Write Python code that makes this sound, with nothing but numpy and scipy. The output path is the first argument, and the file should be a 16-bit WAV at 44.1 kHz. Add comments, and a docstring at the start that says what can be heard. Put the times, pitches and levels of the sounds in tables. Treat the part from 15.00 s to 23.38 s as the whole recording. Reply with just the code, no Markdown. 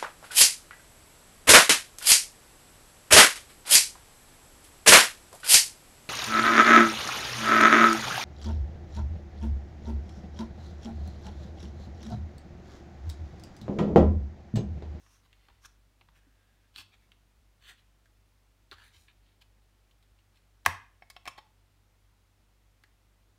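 """At a wooden table in a small room, hands unfold a cardboard disc case.
Its flaps rub by sliding friction, its plastic trays tap down, and the table top booms under the pushes.
A thumb presses the hub until the disc pops off with one sharp snap and the bent tray springs back;
the disc then ticks and rings against the tray as it is lifted.
The room reverberates, over a faint mains hum, rumble and hiss."""
import sys
import numpy as np
from scipy import signal
from scipy.fft import rfft, irfft
from scipy.io import wavfile
from scipy.ndimage import map_coordinates

SR = 44100
rng = np.random.default_rng(int(sys.argv[2]) if len(sys.argv) > 2 else 0)


def store_pcm(level_fs):
    """Save levels as 16-bit WAV."""
    pcm = np.round(np.clip(level_fs, -1, 1) * 32767).astype(np.int16)
    wavfile.write(sys.argv[1], SR, np.atleast_2d(pcm).T)


N = 369558
TIME = np.arange(N) / SR
AGE = TIME[:SR // 2]  # time since a contact
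BODY_HZ, MID_HZ, TREBLE_HZ = 820, 1690, 4410  # lower edges of the case's three registers

# spectrum of the hub's crack: f/Hz, spectral level/dB
CRACK_SPECTRUM = [(600, -9), (2500, 8), (3400, 6.5), (4000, -0.5), (5700, 3), (7500, -7), (9700, 1),
                  (10500, -8), (11800, -0.5), (13500, -8), (16000, -10)]
# modes of the tray: f/Hz, level/dB, T60/s
TRAY_MODES = [(324, -31.5, .05), (526, -28.5, 0.024), (694, -20.5, 0.028), (906, -5.5, 0.01),
              (1100, -4, .014), (1690, -2, 0.011), (2070, -8, 0.01308), (2430, -15, 0.016),
              (3130, -19.5, 0.0089)]


def pop(s=5.6613):
    """Release of elastic energy: the hub's teeth crack free; the tray springs back and knocks the card."""
    out = np.zeros(N)
    crack = coloured(rng.standard_normal(len(AGE)), CRACK_SPECTRUM)
    add(out, s, amp(-17) * crack * fade(t60=0.021))
    spring = sum((-1) ** k * amp(db) * ring(hz, t60) for k, (hz, db, t60) in enumerate(TRAY_MODES))
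    add(out, s + 0.0005, amp(-1) * spring * swell(rise_s=0.0012))
    knock = unit(band(rng.standard_normal(len(AGE)), 250, 520, order=2))
    add(out, s, amp(-36) * knock * fade(t60=0.072))
    return out


# touches of the disc on hub and tray: t/s, level/dB, treble level/dB, resonance f/Hz
DISC_TOUCHES = [(5.651, -45.5, -2, 3070), (5.657, -48, -13, 2300), (6.022, -56, -23, 2170),
                (6.1008, -53, 6, 2200), (6.1042, -56.5, 2.5, 4540), (6.1645, -49, -10.5, 3260),
                (6.255, -48.5, -3.5, 2300), (6.265, -48, -9, 2200), (6.276, -37, -3, 2300),
                (6.2795, -44, 1, 1090), (6.3783, -56, -6, 890), (6.3834, -50.5, -11.5, 1100)]
# upper modes of the disc: f/Hz, level/dB, T60/s
DISC_MODES = [(1090, -7, 0.045), (1700, -13, 0.029), (2220, -5.5, 0.036), (2610, -7, 0.037),
              (3160, -11.5, 0.05), (4300, -18, .025), (5360, -13.5, 0.085)]
HELD_MODE, FREE_MODE = (735, -2.5, .035), (864, 4.6, .08)  # its lowest mode, same columns


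def disc(free_s=6.33):
    """Plate modes: each touch rings the disc; clear of the hub, its lowest mode is higher and longer."""
    out = np.zeros(N)
    for s, db, treble_db, hz in DISC_TOUCHES:
        soft_db = -0.45 * treble_db  # a softer touch trades treble for body
        tick = radiate(contact(t60=0.03, edge=1.3), soft_db / 2 - 1, treble_db, hollow_db=-22)
        tick = resonate(tick, hz, q=7.7, db=11)
        upper = sum(amp(mode_db + rng.normal(0, 2.8)) * rng.choice([-1, 1]) * ring(mode_hz, t60)
                    for mode_hz, mode_db, t60 in DISC_MODES)
        low_hz, low_db, low_t60 = HELD_MODE if s < free_s else FREE_MODE
        lowest = amp(low_db + soft_db) * ring(low_hz, low_t60)
        add(out, s, amp(db) * (tick + amp(2.5) * upper + lowest))
    return out


# impacts on the case and its trays: t/s, level/dB, treble level/dB, resonance f/Hz
CASE_TAPS = [(0.0633, -64, -9, 1136), (.329, -58.5, -6.5, 2900), (.485, -58, -13, 930),
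             (.499, -62, -16, 894), (1.011, -58, -21, 2430), (1.0119, -61.5, -24, 850),
             (1.087, -60, -32, 1010), (1.7608, -40.5, -8, 3640), (2.1185, -56, -8, 2980),
             (3.0573, -68.5, -1, 1610), (3.7135, -44.5, -9, 4240), (3.7202, -46.5, -14, 1310),
             (3.7274, -48, -11, 1260), (3.7835, -57.5, -8, 1500), (4.0832, -58, -16, 2560),
             (4.417, -62.5, -11, 2880), (4.9105, -70.5, 0, 3060), (5.026, -72, 1, 3400),
             (5.188, -69, -9, 2900), (7.8372, -57, -4, 1830)]


def taps():
    """Impact excitation: card and plastic click hollowly; a firm tap settles sooner than a light one."""
    out = np.zeros(N)
    for s, db, treble_db, hz in CASE_TAPS:
        t60 = 0.025 * 2 ** ((-52 - db) / 16)  # 16 dB firmer halves the chatter
        click = radiate(contact(t60, edge=6.6), depth_db(hz) - 4, treble_db, hollow_db=-6.5)
        add(out, s, amp(db) * resonate(click, hz, q=5.6, db=12.5))
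    return out


# slides of card and plastic: fastest at t/s, half length/s, level/dB, treble level/dB, resonance f/Hz
CASE_SLIDES = [(.252, 0.019, -73, -4, 1070), (0.456, 0.17, -76, -7, 2530), (0.65, 0.0096, -58, -12, 1620),
               (1.171, 0.025, -70, -5, 1020), (1.452, 0.5, -81, -17, 1640), (1.791, 0.028, -50, -3.5, 3530),
               (1.941, 0.019, -64.5, -12, 2260), (2.031, 0.036, -77.5, -2, 2210),
               (2.683, 0.048, -57.5, -7, 3160), (2.7, 0.024, -58.5, -1.5, 1570),
               (2.792, 0.02, -70.5, -6, 3300), (3.733, 0.014, -58, -9, 1320),
               (3.815, 0.053, -62, -10.5, 1360), (3.861, 0.042, -66.5, -1, 1970),
               (3.953, 0.027, -65, -3.5, 2980), (4, .07, -79.5, 9, 3000), (4.098, 0.017, -65, -21, 2540),
               (4.273, 0.065, -77, -15, 2860), (4.421, 0.01, -63, -4, 2860), (5.369, 0.024, -73, -6, 2370),
               (6.386, .008, -53, -14, 4440)]


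def slides():
    """Sliding friction: each rubbed spot drives its own mix of dense, damped panel modes into a rasp."""
    out = np.zeros(N)
    for s, half, db, treble_db, hz in CASE_SLIDES:
        slips = friction(len(AGE), spread_db=4.5)
        vibration = unit(signal.fftconvolve(slips, contact(t60=0.015, edge=7.1))[:len(AGE)])
        rasp = radiate(vibration, depth_db(hz) - 5.5, treble_db, hollow_db=-10.5)
        rasp = resonate(rasp, hz, q=2.5, db=1)
        lead = min(s, AGE[-1] / 2)  # the stroke starts before its fastest moment
        add(out, s - lead, amp(db) * rasp * stroke(AGE - lead, half))
    return out


# skids of the fingertips: fastest at t/s, half length/s, level/dB
FINGER_SKIDS = [(0.034, 0.065, -71.5), (0.141, 0.052, -68), (0.642, 0.021, -64.5), (.659, 0.0068, -52)]
# spectrum of skin on gloss: f/Hz, spectral level/dB
SQUEAK_SPECTRUM = [(200, -8), (650, -21.5), (1050, 3), (1400, 0.5), (1750, -1.5), (2100, -8), (2600, -2),
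                   (3600, -5), (4900, -7), (5500, 2.5), (6300, 1.5), (7400, -10), (9000, -7), (15000, -17)]


def skids():
    """Friction noise: fingertips squeak on the glossy cover, with amplitude proportional to speed."""
    speed = sum(amp(db) * stroke(TIME - s, half) for s, half, db in FINGER_SKIDS)
    return speed * coloured(friction(N, spread_db=-0.5), SQUEAK_SPECTRUM)


# pushes of the case on the table: t/s, level/dB, f/Hz
TABLE_THUDS = [(0.506, -51.5, 53), (1.088, -60, 150), (1.266, -52, 283), (1.787, -52, 93),
               (2.377, -56.5, 64.3), (3.717, -43, 397), (3.731, -51.5, 88), (3.965, -53.5, 78),
               (5.11, -59, 65.4), (5.67, -30.5, 90), (5.677, -39.5, 149.5), (6.274, -54, 119)]


def table(decay_cycles=14):
    """Constant-Q damping: soft pushes boom in the table top; the deeper the boom, the longer it lasts."""
    out = np.zeros(N)
    for s, db, hz in TABLE_THUDS:
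        add(out, s, amp(db) * ring(hz, decay_cycles / hz) * swell(rise_s=0.0053))
    return out


def contact(t60, edge):
    """Impact force: an impulse of height edge, then a quickly dying chatter."""
    chatter = rng.standard_normal(len(AGE)) * fade(t60)
    chatter[0] = edge
    return chatter


def friction(count, spread_db):
    """Friction force: dense tiny slips of unequal size."""
    slips = rng.standard_normal(count)
    size_db = spread_db * np.repeat(rng.standard_normal(count // 16 + 1), 16)[:count]
    return unit(slips * amp(size_db))


def stroke(t, half):
    """Bell-shaped velocity: a hand gathers speed until t = 0, then slows to rest."""
    return np.exp(-np.abs(t / half) ** 1.93)


def radiate(force, body_db, treble_db, hollow_db):
    """Radiation: the place of contact weights the case's body and hard edges against its mid register."""
    hollow = unit(band(force, 210, 520, order=2))
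    body = unit(band(force, BODY_HZ, MID_HZ, order=3))
    middle = unit(band(force, MID_HZ, TREBLE_HZ, order=5))
    treble = band(force, TREBLE_HZ, 18000, order=4)
    treble = unit(band(treble, 1500, 9000, order=1))  # soften the top
    low = body + amp(hollow_db) * hollow
    return np.std(force) * (middle + amp(body_db) * low + amp(treble_db) * treble)


def depth_db(hz, db_per_octave=2.5):
    """Modal coupling: a spot that resonates lower lies nearer mid-panel and moves more of the body."""
    return db_per_octave * np.log2(MID_HZ / hz)


def resonate(x, hz, q, db):
    """Resonance: one panel mode stands out; the overall level stays."""
    peak = signal.lfilter(*signal.iirpeak(hz, q, fs=SR), x)
    return unit(x + amp(db) * peak) * np.std(x)


def ring(hz, t60):
    """Damped harmonic oscillation of one mode."""
    return np.sin(2 * np.pi * hz * AGE) * fade(t60)


def fade(t60):
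    """Free exponential decay, by 60 dB in t60 seconds."""
    return np.exp(-np.log(1000) * AGE / t60)


def swell(rise_s):
    """Exponential build-up after a contact."""
    return 1 - np.exp(-AGE / rise_s)


# reverberation time of the room: f/Hz, T60/s
ROOM_DECAY = [(100, 0.49), (500, 0.23), (1200, .39), (3000, 0.38), (7000, 0.28), (15000, 0.19)]
# spectrum of the wall reflections: f/Hz, level/dB
WALL_SPECTRUM = [(100, 0), (600, 5), (1200, -2.5), (2500, -2.5), (4500, -1.5), (8000, 0), (15000, -4)]


def room(x, build_s=0.0021):
    """Reverberation: reflections thicken within milliseconds and die fastest in the high treble."""
    hz, t, noise = signal.stft(rng.standard_normal(len(AGE)), SR, nperseg=256)
    level_db = along(WALL_SPECTRUM, hz)[:, None] - 60 * t / along(ROOM_DECAY, hz)[:, None]
    tail = signal.istft(noise * amp(level_db), SR, nperseg=256)[1][:len(AGE)]
    tail *= 1 - np.exp(-(AGE / build_s) ** 2)
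    return signal.fftconvolve(x, tail / np.linalg.norm(tail))[:N]


# harmonics of the mains hum: f/Hz, rms level/dB
HUM_HARMONICS = [(48.8, -68), (97.6, -74)]
# spectrum of the rumble: f/Hz, spectral level/dB
RUMBLE_SPECTRUM = [(20, -44), (30, -33), (38, -20), (50, 8.5), (70, -5.5), (100, -3), (135, -13),
                   (200, -30.5), (400, -64.5)]
# spectrum of the hiss: f/Hz, spectral level/dB
HISS_SPECTRUM = [(76, -33.5), (130, -1.5), (247, -3.5), (458, -8.5), (698, -9), (756, -8.5), (870, -9.5),
                 (1170, -11), (1410, -11), (1650, -13.5), (1940, -12.5), (3820, -16), (15500, -25)]


def background():
    """Noise floor: a hum, slightly modulated in level and phase, over stationary rumble and hiss."""
    hum = np.zeros(N)
    for hz, db in HUM_HARMONICS:
        peak = np.sqrt(2) * amp(db + 0.7 * wobble(9.7))
        hum += peak * np.sin(2 * np.pi * hz * TIME + 0.33 * wobble(4.2))
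    rumble = coloured(rng.standard_normal(N), RUMBLE_SPECTRUM)
    hiss = coloured(rng.standard_normal(N), HISS_SPECTRUM)
    return hum + amp(-74.5) * rumble + amp(-73) * hiss


def wobble(rate):
    """A smooth random curve, rate knots a second."""
    return map_coordinates(rng.standard_normal(int(N * rate / SR) + 4), [TIME * rate])


def coloured(x, spectrum):
    """Spectral shaping: x filtered by the given spectrum, at rms 1."""
    hz = np.fft.rfftfreq(len(x), 1 / SR)
    return unit(irfft(rfft(x) * amp(along(spectrum, hz)), len(x)))


def band(x, lo_hz, hi_hz, order):
    """Causal band-pass."""
    return signal.sosfilt(signal.butter(order, [lo_hz, hi_hz], "band", fs=SR, output="sos"), x)


def along(points, hz):
    """Interpolation of (f/Hz, value) points on a log frequency axis."""
    f, values = np.transpose(points)
    return np.interp(np.log(hz + 1), np.log(f), values)


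def amp(db):
    """Decibels to gain."""
    return 10 ** (np.asarray(db) / 20)


def unit(x):
    """Scale to rms 1."""
    return x / np.sqrt(np.mean(x ** 2) + 1e-20)


def add(track, s, x):
    """Mix x into the track from second s on."""
    start = round(s * SR)
    track[start:start + len(x)] += x[:N - start]


def scene():
    """Superposition of the direct sound, its reverberation and the background."""
    handling = taps() + slides() + skids() + pop() + disc() + table()
    return (handling + amp(-12) * room(handling) + background())[None]


def record(dry):
    """Band limiting: the response falls steeply above 15.9 kHz."""
    hz = np.fft.rfftfreq(N, 1 / SR)
    return irfft(rfft(dry) / (1 + (hz / 15900) ** 120), N)


dry = scene()
out = record(dry)
store_pcm(out)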